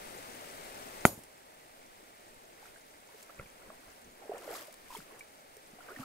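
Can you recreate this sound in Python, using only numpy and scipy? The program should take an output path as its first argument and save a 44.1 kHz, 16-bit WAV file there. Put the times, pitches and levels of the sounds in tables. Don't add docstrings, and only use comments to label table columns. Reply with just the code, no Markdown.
import sys
import numpy as np
from scipy import signal
from scipy.fft import rfft, irfft, next_fast_len
from scipy.io import wavfile
from scipy.ndimage import uniform_filter1d, minimum_filter1d, map_coordinates

SR = 44100
rng = np.random.default_rng(int(sys.argv[2]) if len(sys.argv) > 2 else 0)


def to_wav(s):
    ch = np.atleast_2d(s).T
    pcm = np.round(np.clip(ch, -1, 1) * 32767)
    wavfile.write(sys.argv[1], SR, pcm.astype(np.int16))


N = 266364

# t/s, level/dB, contact/ms, ring and crack offset/dB
BLOWS = [(1.05245, 0, 0.3, -0.5), (1.0808, -28, 0.7, -22), (1.1295, -30, 1.4, -20),
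         (1.1757, -26.5, 3.8, -28), (1.1895, -37, 1.2, -20)]
# t/s, level/dB, contact/ms
KNOCKS = [(3.3965, -35.5, 0.14), (3.4122, -53, 0.49), (3.427, -54, 0.55), (3.456, -47, 2.3)]
# f/Hz, level/dB, t60/s
ROCK_MODES = [(387, -13.9, .023), (952, -7.7, .014), (1465, -5, .0136), (2165, -.5, .0065),
              (3300, -.2, .0026)]
BED_MODES = [(57, -41, .15), (202, -3.2, .0156)]
STEEL_MODES = [(5755, -52, .14), (6790, -27, .05), (6825, -46.5, .32), (7155, -36, .025),
               (8204, -51.5, .46), (8985, -36.5, .11), (9020, -47, .33), (11068, -25.5, .06),
               (11075, -43.5, .36), (11660, -45, .15), (11835, -34, .23), (13045, -53.5, .23),
               (13980, -51, .15), (14750, -49, .17)]
STONE_MODES = [(125, -2, .035), (550, -1, .028), (1385, -2, .026), (2040, -4, .018), (2360, -12, .02)]
# crest t/s, length/s, level/dB, surface break/0-1
SURGES = [(2.655, 0.04, -62.5, 0.64), (3.124, .04, -72, 0.85), (3.197, 0.023, -71, 1),
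          (3.303, 0.016, -60.5, 0.42), (3.411, 0.047, -61.5, 0.4), (3.672, 0.068, -63, 0.26),
          (3.895, 0.079, -66, 0.6), (4.225, 0.0256, -61, 0.3), (4.368, 0.06, -54, 0.06),
          (4.426, 0.018, -70, 0.13), (4.514, 0.052, -54, 0), (4.548, 0.077, -54.5, 0.8),
          (4.617, 0.027, -71, 0.99), (4.64, 0.1, -75, 0.3), (4.947, 0.054, -63.5, 0.99),
          (5.152, 0.055, -60.5, 0.27), (5.824, 0.059, -64.5, 0.5), (5.9, 0.035, -56, 0.39),
          (6.004, 0.047, -55.5, 0.58)]
# offset/dB, extra at full break/dB, delay/s
SURGE_LAYERS = [(7.5, -17.5, 0), (0, 7.5, 0), (-16.5, 28.5, 0.011), (-22.5, 26.5, 0.021)]
# t/s, level/dB
TREADS = [(3.42, -55.5), (3.69, -62), (3.88, -61), (4.08, -60), (5.0, -67), (6.005, -61)]
# t/s, peak level/dB, f/Hz, t60/s, mean glide/share of pitch
BUBBLES = [(2.627, -47.5, 810, 0.033, 0.08), (2.655, -55, 1450, .03, 0.098), (2.665, -64, 685, .04, .1),
           (2.76, -48, 1550, 0.032, 0.044), (3.09, -54, 920, .05, 0.17), (3.144, -52.5, 410, 0.084, 0.22),
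           (3.225, -55, 600, 0.04, 0.047), (3.295, -47, 1224, 0.037, 0), (3.297, -55, 500, 0.036, 0.21),
           (3.3914, -43, 2220, .018, -0.16), (3.459, -51, 2330, .035, -0.15), (3.618, -54, 1300, .04, 0.29),
           (3.66, -56, 400, .04, 0.017), (3.694, -52, 1530, .03, 0.17), (3.7005, -43.5, 630, 0.038, 0.048),
           (3.702, -43.5, 1160, 0.018, -0.023), (4.222, -45.5, 750, 0.053, 0.11),
           (4.235, -48, 620, 0.049, 0.3), (4.255, -45.5, 535, 0.028, 0.12), (4.2942, -40, 720, .014, 0),
           (4.293, -32, 431, 0.07, -0.084), (4.311, -43, 790, 0.016, -0.19),
           (4.317, -30, 657, 0.032, 0.082), (4.335, -37.5, 430, 0.022, 0.25),
           (4.345, -37, 523, 0.026, 0.055), (4.4765, -35, 595, 0.024, -0.0077),
           (4.487, -38, 477, 0.043, 0.037), (4.506, -42, 472, 0.076, 0.3), (4.53, -41.5, 717, 0.092, 0.23),
           (4.551, -41, 1194, .045, 0.069), (4.616, -47.5, 572, 0.06, 0.044), (4.681, -45, 580, 0.07, 0.27),
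           (4.903, -42.5, 983, 0.074, 0.085), (4.9257, -43, 950, 0.028, -0.09), (4.942, -50, 1250, .03, .1),
           (4.9488, -35.5, 990, 0.036, -0.17), (4.956, -42.5, 3100, 0.027, 0.077),
           (4.966, -44, 2190, 0.039, -0.069), (4.965, -44.5, 410, 0.05, 0.14),
           (4.983, -45, 240, 0.054, -0.59), (5.003, -44.5, 1340, 0.011, 0.052),
           (5.108, -53, 1090, .05, -0.017), (5.123, -49, 368, 0.083, 0.62),
           (5.208, -40.5, 2340, 0.049, -0.078), (5.567, -49.5, 477, 0.04, -0.12),
           (5.729, -51, 192, 0.045, 0.32), (5.786, -48, 705, .035, 0.2), (5.806, -46.5, 1310, 0.048, 0.13),
           (5.884, -53, 610, 0.081, -0.43), (5.886, -41.5, 1420, 0.023, 0.14),
           (5.891, -45, 1230, 0.044, -0.019), (5.903, -44, 1320, 0.083, 0.22),
           (5.904, -49, 352, 0.069, 0.39), (5.914, -46, 1405, 0.041, 0.28),
           (5.915, -42.5, 409, 0.059, 0.16), (5.945, -51, 577, 0.092, 0.25),
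           (5.962, -38.5, 1895, 0.031, -0.13), (5.97, -47, 260, 0.062, 0.11), (5.977, -56, 1050, .04, .2),
           (5.991, -44.5, 129, 0.048, 0.14), (5.993, -39.5, 260, 0.13, 0.089),
           (6.008, -53, 1135, 0.095, 0.23), (6.031, -41.5, 1270, 0.054, 0)]
# t/s, level/dB, t60/s
DROPS = [(1.236, -48.5, .035), (3.2266, -46.5, .05), (4.0176, -50.5, .02), (4.381, -49, .033),
         (4.423, -54, .015), (4.726, -48, .025), (4.7415, -45, .01), (4.951, -46, .033),
         (4.972, -44.5, 0.039), (5.193, -48.5, 0.044), (5.568, -47.5, 0.019)]
# f/Hz, level/dB
CRACK_EQ = [(1500, -25), (4100, -16), (5500, 0), (7000, 1), (8200, -5), (11000, 0), (13500, 0), (15500, -9)]
BANK_EQ = [(30, -17), (100, 0), (300, -.5), (650, -.5), (1300, -10.5), (1800, -17), (4200, -16.5),
           (7000, -13.5), (12000, -12), (15000, -17)]
TREAD_EQ = [(15, -11), (50, -8), (130, -20), (220, -8), (600, -68)]
SPRAY_EQ = [(1500, -22), (3000, -0.5), (5000, 5), (6000, 1.5), (8300, 3.5), (10500, -1), (12500, 1.5),
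            (14500, -3.5)]
DRIP_EQ = [(1500, -6), (4000, -5), (8000, 1.5), (11000, -2), (14500, -5.5)]
RIFFLE_EQ = [(20, -10), (60, -9.5), (130, -8.5), (260, -5), (600, 0.5), (1000, -3), (1500, -6.5),
             (2100, -6.5), (3300, -12), (5000, -13.5), (6900, -16), (8300, -12.5), (10000, -17),
             (13500, -18), (15500, -19.5)]
# f/Hz, left-right correlation
CRACK_IMAGE = [(1000, 0.82), (5000, -0.26), (8000, -0.24), (12000, -0.28)]
RIFFLE_IMAGE = [(50, 0.49), (200, 0.99), (600, 0.051), (1000, 0.93), (1600, 0.54), (2100, 0.81),
                (3200, 0.23), (7000, 0.0315)]


def hammer():
    t = np.arange(SR // 2) / SR
    knock, bright = np.zeros(N), np.zeros((2, N))
    body = ringing(BED_MODES, t) - ringing(ROCK_MODES, t)
    flutter = .5 * signal.resample(rng.standard_normal((len(STEEL_MODES), 2, len(t) // 400)),
                                   len(t), axis=2)
    ring = sum(amp(db - 60 * t / t60) * np.sin(2 * np.pi * hz * t + turn) * (1 + turn)
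               for (hz, db, t60), turn in zip(STEEL_MODES, flutter))
    snap = amp(-22 - 60 * t / .008)
    grit = amp(-45 - 60 * t / .115) * unit(amp(8 * np.clip(wobble(700)[:len(t)], -2, 2)))
    near_stones, foliage = amp(-25.5 - 60 * t / .11), amp(-40.5 - 60 * t / .44)
    answer = (near_stones + foliage) * (1 - np.exp(-t / .0049))
    for s, db, contact_ms, ring_db in BLOWS:
        add(knock, s, amp(db) * struck(body, contact_ms))
        crack = noise(CRACK_EQ, CRACK_IMAGE, len(t)) * (snap + grit)
        echo = noise(BANK_EQ, [(200, .92), (1500, .044), (5000, .12)], len(t)) * answer
        add(bright, s, amp(db + ring_db) * (ring + crack) + amp(db) * echo)
    mirror = lambda hz: 1 + .35 * np.exp(-2j * np.pi * hz * .0016)
    radiated = filtered(knock, lambda hz: mirror(hz) * 1j * hz / (1j * hz + 70))
    return placed(radiated, lead_ms=-.045, pan_db=-1.1) + bright


def set_down():
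    t, clunk = np.arange(SR // 8) / SR, np.zeros(N)
    for s, db, contact_ms in KNOCKS:
        add(clunk, s, amp(db) * struck(ringing(STONE_MODES, t), contact_ms))
    muffled = signal.sosfilt(signal.butter(4, 2700, fs=SR, output="sos"), clunk)
    return placed(muffled, lead_ms=.043, pan_db=-1.5)


def wading():
    slosh_gain, splash_gain, spray_gain, patter_gain = [
        np.sqrt(sum(amp(db + offset_db + break_db * breaking) ** 2 * swell(s + delay, length)
                    for s, length, db, breaking in SURGES))
        for offset_db, break_db, delay in SURGE_LAYERS]
    tread_gain = np.sqrt(sum(amp(db) ** 2 * swell(s, length_s=.028) for s, db in TREADS))
    tread = noise(TREAD_EQ, [(100, .95)], N)
    slosh = froth(count=3200, centre_hz=538.4, spread=.315, cycles=19.8, scatter_db=-1.5, width=.23)
    splash = froth(count=4000, centre_hz=1407, spread=.364, cycles=46, scatter_db=0, width=.86)
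    clumps = amp(2.6 * wobble(600) + 1.3 * wobble(110))
    mist = unit(noise(SPRAY_EQ, [(5000, .32)], N) * clumps)
    droplets = froth(count=2200, centre_hz=11500, spread=.19, cycles=35, scatter_db=4, width=.9)
    fizz = froth(count=1800, centre_hz=2400, spread=.2, cycles=35, scatter_db=4, width=.6)
    spray = placed(spray_gain * (mist + amp(-6.5) * fizz) + patter_gain * droplets, lead_ms=0, pan_db=3.5)
    water = placed(slosh_gain * slosh + splash_gain * splash, lead_ms=.081, pan_db=-1.5)
    return tread_gain * tread + water + spray


def plops():
    t, track = np.arange(SR // 8) / SR, np.zeros(N)
    for s, db, hz, t60, glide in BUBBLES:
        drift = .04 * np.cumsum(signal.resample(rng.standard_normal(20), len(t))) / SR
        ring = bubble(t + drift, hz, t60, glide, attack_cycles=.99)
        add(track, s, amp(db) * ring / np.abs(ring).max())
    return placed(track, lead_ms=.082, pan_db=-2)


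def drips():
    t, track = np.arange(SR // 8) / SR, np.zeros((2, N))
    for s, db, t60 in DROPS:
        add(track, s, noise(DRIP_EQ, [(5000, .71)], len(t)) * amp(db - 60 * t / t60))
    return track


def riffle():
    flow = amp(.15 * wobble(3) + .35 * wobble(25))
    rush = noise(RIFFLE_EQ, RIFFLE_IMAGE, N) * flow
    babble = froth(count=1200, centre_hz=657.6, spread=.514, cycles=48, scatter_db=.5, width=.27)
    trickle = froth(count=1700, centre_hz=9000, spread=.28, cycles=40, scatter_db=3.5, width=.5)
    breeze = amp(4.5 * wobble(6))
    air = noise([(15, -11), (45, -23), (110, -28.5), (300, -80), (1000, -120)], [(50, .61)], N) * breeze
    water = amp(-56.5) * rush + amp(-66.5) * babble + amp(-69.5) * trickle
    return placed(water, lead_ms=.455, pan_db=.1) + amp(-75.5) * air


def ringing(modes, t):
    return sum(amp(db - 60 * t / t60) * np.sin(2 * np.pi * hz * t) for hz, db, t60 in modes)


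def struck(body, contact_ms):
    length = contact_ms * SR / 1000
    push = np.sin(np.pi * np.arange(np.ceil(length)) / length)
    return np.convolve(body, push / push.sum())[:len(body)]


def bubble(t, hz, t60, glide, attack_cycles):
    phase = 2 * np.pi * hz * t * (1 + glide * t / t60)
    return np.sin(phase) * amp(-60 * t / t60) * (1 - np.exp(-(t * hz / attack_cycles) ** 2))


def froth(count, centre_hz, spread, cycles, scatter_db, width):
    t = np.arange(int(min(SR * cycles / centre_hz, SR // 40))) / SR
    start = rng.integers(0, N, (count, 1))
    pitch, size, pan = rng.standard_normal((3, count, 1))
    hz = centre_hz * np.exp(spread * np.clip(pitch, -2, 2))
    gain = amp(scatter_db * np.clip(size, -2, 2))
    grains = gain * bubble(t, hz, cycles / hz, glide=.44, attack_cycles=.54)
    at = (start + np.arange(len(t))).ravel()
    channels = [np.bincount(at, (grains * (1 + side * width * pan)).ravel(), N)[:N] for side in (1, -1)]
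    return unit(np.array(channels))


def swell(crest_s, length_s):
    t = np.arange(N) / SR - crest_s
    slope_s = length_s * np.where(t < 0, .6, .52)
    return np.exp(-np.abs(t / slope_s) ** 1.02)


def noise(eq, image, size):
    def mid_side(hz):
        angle = np.arccos(np.clip(along(image, hz), -1, 1)) / 2
        return amp(along(eq, hz)) * [np.cos(angle), np.sin(angle)]
    mid, side = filtered(rng.standard_normal((2, size)), mid_side)
    return unit(np.array([mid + side, mid - side]))


def placed(x, lead_ms, pan_db):
    side = np.array([[.5], [-.5]])
    return amp(side * pan_db) * filtered(x, lambda hz: np.exp(2j * np.pi * hz * side * lead_ms / 1000))


def filtered(x, response):
    size = x.shape[-1]
    padded = next_fast_len(size + SR // 4)
    return irfft(rfft(x, padded) * response(np.fft.rfftfreq(padded, 1 / SR)), padded)[..., :size]


def wobble(rate):
    return map_coordinates(rng.standard_normal(int(N * rate / SR) + 4), [np.arange(N) * rate / SR])


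def along(points, hz):
    f, value = np.transpose(points)
    return np.interp(np.log(hz + 1), np.log(f + 1), value)


def add(track, s, sound):
    room = track[..., round(s * SR):][..., :sound.shape[-1]]
    room += sound[..., :room.shape[-1]]


def amp(db):
    return 10 ** (np.asarray(db) / 20)


def unit(x):
    return x / np.sqrt(np.mean(x ** 2) + 1e-20)


def scene():
    return riffle() + hammer() + set_down() + wading() + plops() + drips()


def gain_control(x, boost_db, limit_db):
    held_peak = np.maximum.accumulate(np.abs(x), axis=1) + 1e-9
    gain = np.clip(amp(limit_db) / held_peak, 1, amp(boost_db)[:, None])
    return x * uniform_filter1d(minimum_filter1d(gain, size=256), size=256)


def record(dry):
    ducked = gain_control(dry, boost_db=[10.1, 7.3], limit_db=-20)
    clipped = ducked / (1 + ducked ** 8) ** (1 / 8)
    return filtered(clipped, lambda hz: hz < 15750)


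dry = scene()
out = record(dry)
to_wav(out)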